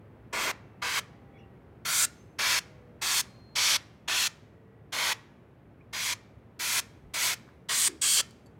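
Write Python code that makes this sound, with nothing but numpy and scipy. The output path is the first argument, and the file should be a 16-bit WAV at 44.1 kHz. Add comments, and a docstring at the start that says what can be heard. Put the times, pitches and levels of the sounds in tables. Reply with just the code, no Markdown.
"""In a workshop, a spray gun blows thirteen short puffs of compressed air into an open computer case, close by.
The jet is turbulent noise shaped by what it hits: edges hiss, gaps and case resonate, panels add comb colour.
Decaying fin tones, sliding fan and squeak tones, steel ticks and swells of band-limited noise surround the puffs.
Diffuse tails give the case and workshop their answer; low noise and a wavering hum lie beneath."""
import sys
import numpy as np
from scipy import signal
from scipy.fft import rfft, irfft, next_fast_len
from scipy.io import wavfile
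from scipy.ndimage import map_coordinates

SR = 44100
rng = np.random.default_rng(int(sys.argv[2]) if len(sys.argv) > 2 else 0)


def dump_mix(stems):
    """Bounce the given channels to the path in sys.argv[1] as a 16-bit WAV at rate SR."""
    frames = np.atleast_2d(stems).T  # one column per channel
    limited = np.clip(frames, -1, 1)  # hard clip at full scale
    pcm = np.round(limited * 32767).astype(np.int16)
    wavfile.write(sys.argv[1], SR, pcm)


N = 378819

# Trigger pulls. A gain scales the build-up of the flow, an arch the bulge as the jet sweeps across its mark;
# each puff excites one broad hollow and two narrow gaps:
# (valve opens [s], valve closes [s], strength [dB], its gain [dB], its arch [dB],
#  brightness [dB per octave], its gain [dB per octave], its arch [dB per octave],
#  edge hiss [dB], its gain [dB], hollow [Hz], hollow boost [dB],
#  lower gap [Hz], lower gap boost [dB], upper gap [Hz], upper gap boost [dB])
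TRIGGER_PULLS = [(0.33, 0.515, -27, 5.5, 1.5, -4, 2.5, 1.1, 5.5, -12, 1050.0, 1.5, 2300, 5.5, 13980.0, 11),
                 (0.821, 0.997, -27.5, 8, -2.5, -1.76, 5, 0.5, 0, 0, 1790.0, 5.5, 4600, 3, 14430.0, 2),
                 (1.853, 2.054, -25.5, 3, -0.2, 3, 3, 1, 5, 20.0, 520.0, 8.5, 1400.0, 8, 1700.0, 5),
                 (2.389, 2.592, -23.5, 2, 1.5, -0.26, 2.5, 0.5, -2.5, 5.5, 5020.0, 4, 1464, 5.5, 2220, 7),
                 (3.017, 3.212, -25, 6, 0.3, 0.2, 4.5, -0.5, 4.5, 0, 4560, 3, 1470.0, 0.5, 13860.0, 4.5),
                 (3.557, 3.768, -24.5, 4, 0.4, 0, 1, 1, 2, 1, 3840.0, 7, 5810.0, 5, 11340.0, 3),
                 (4.08, 4.277, -25, 3, 1, -0.2, 5, 1, -0.9, -1, 6000.0, 3.7, 2810, 4.5, 3670, 5),
                 (4.925, 5.131, -24, 7.5, 0.4, -0.95, 1.5, 0.3, -2.5, 0, 840, 2, 1850.0, 2.5, 3810.0, 3.5),
                 (5.931, 6.137, -28.5, 6.5, 0, 0.15, 2.5, 1.8, -1, 7, 6000.0, 2.5, 2260, 5.5, 3630, 1.5),
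                 (6.595, 6.801, -25.5, 9.5, -1.3, 2, 1, 0.6, 0, 3.6, 490.0, 2.8, 1430.0, 4, 2270, 5.5),
                 (7.14, 7.343, -24, 0.5, 4, 1.6, 0, 1.8, -4, 0.3, 720.0, 3.5, 2200, 4.5, 8000, 5),
                 (7.69, 7.882, -24.5, 1.5, -1.8, 1.57, 3.5, 2.1, 4.5, 16.5, 450.0, 0.5, 3590.0, 3.5, 8700.0, 5.7),
                 (8.017, 8.211, -27, 9, -3, 3, -1.7, 3.5, 13.5, -8, 450.0, 6, 3110, 8, 4700, 7)]
# Spectrum of the jet inside the case: (frequency [Hz], relative density [dB per Hz])
JET_SPECTRUM = [(60.0, -31), (250.0, -17), (450.0, -10), (700.0, -10), (950.0, -2.5), (1500.0, -1.5),
                (2200.0, 0.5), (2850.0, -6.5), (3300.0, -6.5), (4500.0, -4.5), (6200.0, -2.5), (9000.0, -8),
                (12000.0, -11), (15600.0, -17.5)]
# Resonances of the case, excited by every puff: (centre [Hz], width [Hz], boost [dB])
CASE_RESONANCES = [(2600, 320.0, 3.5), (3278, 460, 9), (4310, 730, 4.5), (6500.0, 430, 1.1),
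                   (10100, 590.0, 1.0)]
# Heat-sink fins left singing by a puff:
# (start [s], end [s], frequency [Hz], initial level [dB], fade [dB per s], waver [dB])
SINGING_FINS = [(2.04, 2.42, 6298, -68, 45, 4.5), (2.041, 2.4, 1420, -55, 107, -0.5),
                (3.259, 3.58, 4210, -65, 4.5, 1.5)]
# Fans spun up by the air, coasting: (start [s], end [s], start tone [Hz], end tone [Hz], peak level [dB])
COASTING_FANS = [(0.997, 1.7, 815, 770, -66.5), (0.998, 1.7, 2010, 1880, -74.5),
                 (0.522, .85, 2750, 2600, -75), (2.592, 3.05, 642, 580, -64.5),
                 (2.6, 3.05, 504, 479, -61.5), (4.3, 4.92, 1880, 1950, -76), (4.302, 5.0, 452, 444.5, -66)]
# A thin squeak that slides up and down: (time [s], frequency [Hz], level [dB])
SQUEAK_SLIDE = [(1.31, 2150, -79), (1.347, 2300, -66), (1.376, 2180, -59), (1.383, 2560, -70),
                (1.396, 2760, -63), (1.403, 2350, -67), (1.412, 1970, -62), (1.424, 1900, -85)]
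# Trigger taps on the gun: (time [s], level [dB], ring length [share of the steel's decay time])
TRIGGER_TICKS = [(8.309, -52.5, 0.28), (8.461, -59, .9), (8.467, -58.5, 0.72)]
# Modes of the gun's steel: (frequency [Hz], relative level [dB], t60 before each tick's share [s])
STEEL_MODES = [(4560, -2.5, .1), (6500, -16.5, .03), (7400, -7, 0.08), (11280, -12, .06)]
# Narrow noise around and just after the squeak (first two rows), then hose and hand rubs and bumps:
# (middle [s], length [s], centre [Hz], width [octaves], level [dB])
NOISE_SWELLS = [(1.421, .12, 2787, .06, -66), (1.4, .08, 5580, .08, -80), (5.815, .035, 2295, 0.087, -63.5),
                (7.07, .14, 70.1, 0.66, -52.5), (7.485, 0.05, 1220, 0.45, -58),
                (7.919, 0.17, 323, 0.27, -47.5), (8.29, 0.13, 156, 0.48, -55.5)]
# Decay of the workshop's tail: (frequency [Hz], t60 [s])
WORKSHOP_DECAY = [(200, .45), (1000, 1), (3000, 0.68), (7000, 0.38), (15000, 0.17)]
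# Spectrum of the workshop noise: (frequency [Hz], relative density [dB per Hz])
WORKSHOP_SPECTRUM = [(20, -50), (40, -26), (55, -7), (70, -1.5), (90, -4), (120, -.5), (170, -4),
                     (240, -6.5), (310, -9.5), (390, -9.5), (700, -17.5), (1200, -23.5), (2200, -29.5),
                     (3200, -38.5), (4500, -47), (7000, -53), (16000, -52.5)]
# Level of the workshop noise: (time [s], level [dB])
WORKSHOP_LEVEL = [(0, -52.7), (3.3, -53.2), (4.5, -55.5), (6.4, -54.5), (8.5, -54.5)]

BUILD_POWER = 0.45  # flow grows as this power of progress: fast, then slowly
SWEEP_POWER = 1.4  # above 1, the sweep crests after the middle of a puff
HOLLOW_Q, GAP_Q = 1.02, 6.1  # centre over width
EDGE_HZ, EDGE_WIDTH_HZ = 8150, 2640  # fast eddies shed where air splits on a fin or wire
TOP_HZ = 15950  # upper band limit


def amp(db):
    """Amplitude ratio of a level in decibels."""
    return 10 ** (np.asarray(db) / 20)


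def unit(x):
    """Normalization to an rms of 1."""
    return x / np.sqrt(np.mean(x ** 2) + 1e-20)


def along(points, hz):
    """Interpolation of (Hz, value) points on a logarithmic frequency axis."""
    f, v = np.transpose(points)
    return np.interp(np.log(hz + 1), np.log(f + 1), v)


def curves(rows, t):
    """Linear interpolation of each column after the time, at the times t."""
    s, *cols = np.transpose(rows)
    return [np.interp(t, s, c) for c in cols]


def bell(hz, centre_hz, width_hz):
    """Lorentzian resonance curve of height 1."""
    return 1 / (1 + (2 * (hz - centre_hz) / width_hz) ** 2)


def wobble(t, rate):
    """Smooth random fluctuation: a spline through random knots, rate of them a second."""
    knots = (t - t[0]) * rate
    return map_coordinates(rng.standard_normal(int(knots[-1]) + 4), [knots])


def filtered(x, gain):
    """Linear filtering: the spectrum of x times a gain that depends on frequency."""
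    m = next_fast_len(x.shape[-1] + SR // 4)
    hz = np.fft.rfftfreq(m, 1 / SR)
    return irfft(rfft(x, m) * gain(hz), m)[..., :x.shape[-1]]


def clock(length):
    """Sample times over a length in seconds, at least 10 ms."""
    return np.arange(int(max(length, .01) * SR)) / SR


def add(track, s, sound):
    """Superposition of a sound on the track from time s."""
    part = track[max(round(s * SR), 0):][:len(sound)]
    part += sound[:len(part)]


def blow_gun():
    """Turbulent jet noise of all trigger pulls: the part towards the listener and the part filling the room."""
    direct, around = np.zeros((2, N))
    for row in TRIGGER_PULLS:
        s, (beam, spill) = puff(row, rng.standard_normal(SR // 4))
        add(direct, s, beam)
        add(around, s, spill)
    return direct, around


def puff(row, noise, rise=.011, fall=.013, shared=0.55, size=512):
    """Source and filter: jet turbulence swells and brightens, coloured by the resonances it excites."""
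    opens, closes, strength_db, swell_db, arch_db, *colour = row
    bright_db, brighten_db, bright_arch_db, edge_db, edge_gain_db, *aimed_at = colour
    hz, t, z = signal.stft(noise, SR, nperseg=size)
    hz = hz[:, None]

    # two shapes, near zero on average: the flow builds up, and the hand sweeps the jet past its mark
    progress = np.clip(t / (closes - opens), 0, 1)
    build = progress ** BUILD_POWER - 1 / (1 + BUILD_POWER)
    sweep = np.sin(np.pi * progress ** SWEEP_POWER) ** 2 - .5
    level_db = strength_db + swell_db * build + arch_db * sweep
    tilt_db = bright_db + brighten_db * build + bright_arch_db * sweep
    octaves = np.log2(np.maximum(hz, 400) / 3000)
    jet_db = along(JET_SPECTRUM, hz) + level_db + tilt_db * octaves

    boost_db = (edge_db + edge_gain_db * build) * bell(hz, EDGE_HZ, EDGE_WIDTH_HZ)
    for centre_hz, width_hz, db in CASE_RESONANCES:
        boost_db = boost_db + db * bell(hz, centre_hz, width_hz)
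    for centre_hz, db, q in zip(aimed_at[::2], aimed_at[1::2], (HOLLOW_Q, GAP_Q, GAP_Q)):
        boost_db = boost_db + db * bell(hz, centre_hz, centre_hz / q)
    comb = panel_echoes(hz, t, strength=0.18, longest=.0036, drift=0.0005, count=6)

    # the resonances beam out of the open side; the room gets only a share of their colour
    gains = np.array([comb * amp(jet_db + boost_db), amp(jet_db + shared * boost_db)])
    hiss = signal.istft(z * gains, SR, nperseg=size)[1]

    t = np.arange(hiss.shape[-1]) / SR
    opening = np.clip(t / rise, 0, 1)
    closing = np.clip((closes - opens + rise / 2 - t) / fall + .5, 0, 1)
    valve = np.sin(np.pi / 2 * opening * closing) ** 2
    return opens - rise / 2, hiss * valve


def panel_echoes(hz, t, strength, longest, drift, count):
    """Interference with echoes from the case's panels: comb colour, as delays change with the moving hand."""
    draws = rng.uniform(-1, 1, (count, 2))
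    delays = [longest * (.6 + .4 * far) + drift * speed * t for far, speed in draws]  # seconds
    comb = 1 + strength * sum(np.exp(-2j * np.pi * hz * delay) for delay in delays)
    return np.abs(comb) / np.sqrt(1 + count * strength ** 2)


def fins():
    """Free vibration: thin fins ring on and decay unsteadily as the air stops."""
    track = np.zeros(N)
    for start, end, hz, db, fade_db, waver_db in SINGING_FINS:
        t = clock(end - start)
        tone = np.sin(2 * np.pi * hz * t + .7 * wobble(t, rate=60))
        level_db = db - fade_db * t + waver_db * wobble(t, rate=18)
        add(track, start, tone * amp(level_db) * signal.windows.tukey(len(t), .1))
    return track


def fans(rough=.6):
    """Blade tones of coasting fans: frequency integrated to phase, with a swell and a fade."""
    track = np.zeros(N)
    for start, end, start_hz, end_hz, db in COASTING_FANS:
        t = clock(end - start)
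        phase = 2 * np.pi * np.cumsum(np.linspace(start_hz, end_hz, len(t))) / SR
        tone = np.sin(phase + rough * wobble(t, rate=23))
        add(track, start, amp(db) * tone * signal.windows.tukey(len(t), .5))
    return track


def squeak(rough=0.57, upper_hz=3370, upper_db=-9):
    """Frequency modulation: one sliding tone, with a weaker partial of fixed centre pitch above it."""
    track, start = np.zeros(N), SQUEAK_SLIDE[0][0]
    t = clock(SQUEAK_SLIDE[-1][0] - start)
    hz, db = curves(SQUEAK_SLIDE, start + t)
    slide = np.sin(2 * np.pi * np.cumsum(hz) / SR + rough * wobble(t, rate=400))
    upper = np.sin(2 * np.pi * upper_hz * t + wobble(t, rate=200))
    add(track, start, amp(db) * (slide + amp(upper_db) * upper))
    return track


def ticks(crack_db=-3, crack_t60=.012):
    """Impact excitation: the loose trigger taps the gun, giving a bright crack and decaying steel modes."""
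    track, t = np.zeros(N), clock(.2)
    for s, db, share in TRIGGER_TICKS:
        ring = np.zeros(len(t))
        for hz, level_db, t60 in STEEL_MODES:
            ring += amp(level_db - 60 * t / (t60 * share)) * np.sin(2 * np.pi * hz * t)
        crack = filtered(rng.standard_normal(len(t)), lambda hz: bell(hz, 7500, 6000))
        add(track, s, amp(db) * (ring + unit(crack) * amp(crack_db - 60 * t / crack_t60)))
    return track


def noise_swells():
    """Band-limited noise under a smooth swell: the squeak's noise, then rubs and bumps of hose and hand."""
    track = np.zeros(N)
    for s, length, centre_hz, octaves, db in NOISE_SWELLS:
        band = lambda hz: np.exp(-.5 * (np.log2((hz + 1) / centre_hz) / octaves) ** 2)
        count = len(clock(length))
        noise = unit(filtered(rng.standard_normal(SR // 2), band)[:count])
        add(track, s - length / 2, amp(db) * noise * np.hanning(len(noise)))
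    return track


def reverb(x, decay):
    """Diffuse reverberation: convolution with a noise tail whose frequencies decay at their own speeds."""
    hz, t, z = signal.stft(rng.standard_normal(SR * 3 // 4), SR, nperseg=256)
    fading = amp(-60 * t / along(decay, hz)[:, None])
    tail = signal.istft(z * fading, SR, nperseg=256)[1]
    delayed = np.pad(tail, (SR // 300, 0))  # starts after 1/300 s
    return signal.fftconvolve(x, delayed / np.linalg.norm(tail))[:N]


def room_tone(hum_hz=107.6, hum_db=-58, hum_fade_db=1.0):
    """Random noise shaped in frequency, plus a wavering hum that slowly fades (dB per s)."""
    t = np.arange(N) / SR
    level_db, = curves(WORKSHOP_LEVEL, t)
    rumble = unit(filtered(rng.standard_normal(N), lambda hz: amp(along(WORKSHOP_SPECTRUM, hz))))
    hum = np.sin(2 * np.pi * hum_hz * t + 1.2 * wobble(t, rate=6))
    hum_level_db = hum_db - hum_fade_db * t + 2.6 * wobble(t, rate=2.2)
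    return amp(level_db) * rumble + hum * amp(hum_level_db)


def scene(case_db=-18.0, room_db=-26.0, far_db=-40):
    """Superposition of close, centred sources with tails of the case, the workshop and its far corners."""
    jet, spill = blow_gun()
    small = fins() + fans() + squeak() + ticks() + noise_swells()
    around = spill + small
    # decay points are (frequency [Hz], t60 [s])
    case = amp(case_db) * reverb(around, [(1000, 0.3), (10000, 0.059)])
    room = amp(room_db) * reverb(around, WORKSHOP_DECAY)
    far = amp(far_db) * reverb(around, [(1000, .9), (12000, 1.0)])
    mono = jet + small + case + room + far + room_tone()
    return np.array([mono, mono])


def record(dry):
    """Band limitation: a low-pass whose gain falls to zero over 400 Hz around TOP_HZ."""
    return filtered(dry, lambda hz: np.clip((TOP_HZ - hz) / 400 + .5, 0, 1))


dry = scene()
out = record(dry)
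dump_mix(out)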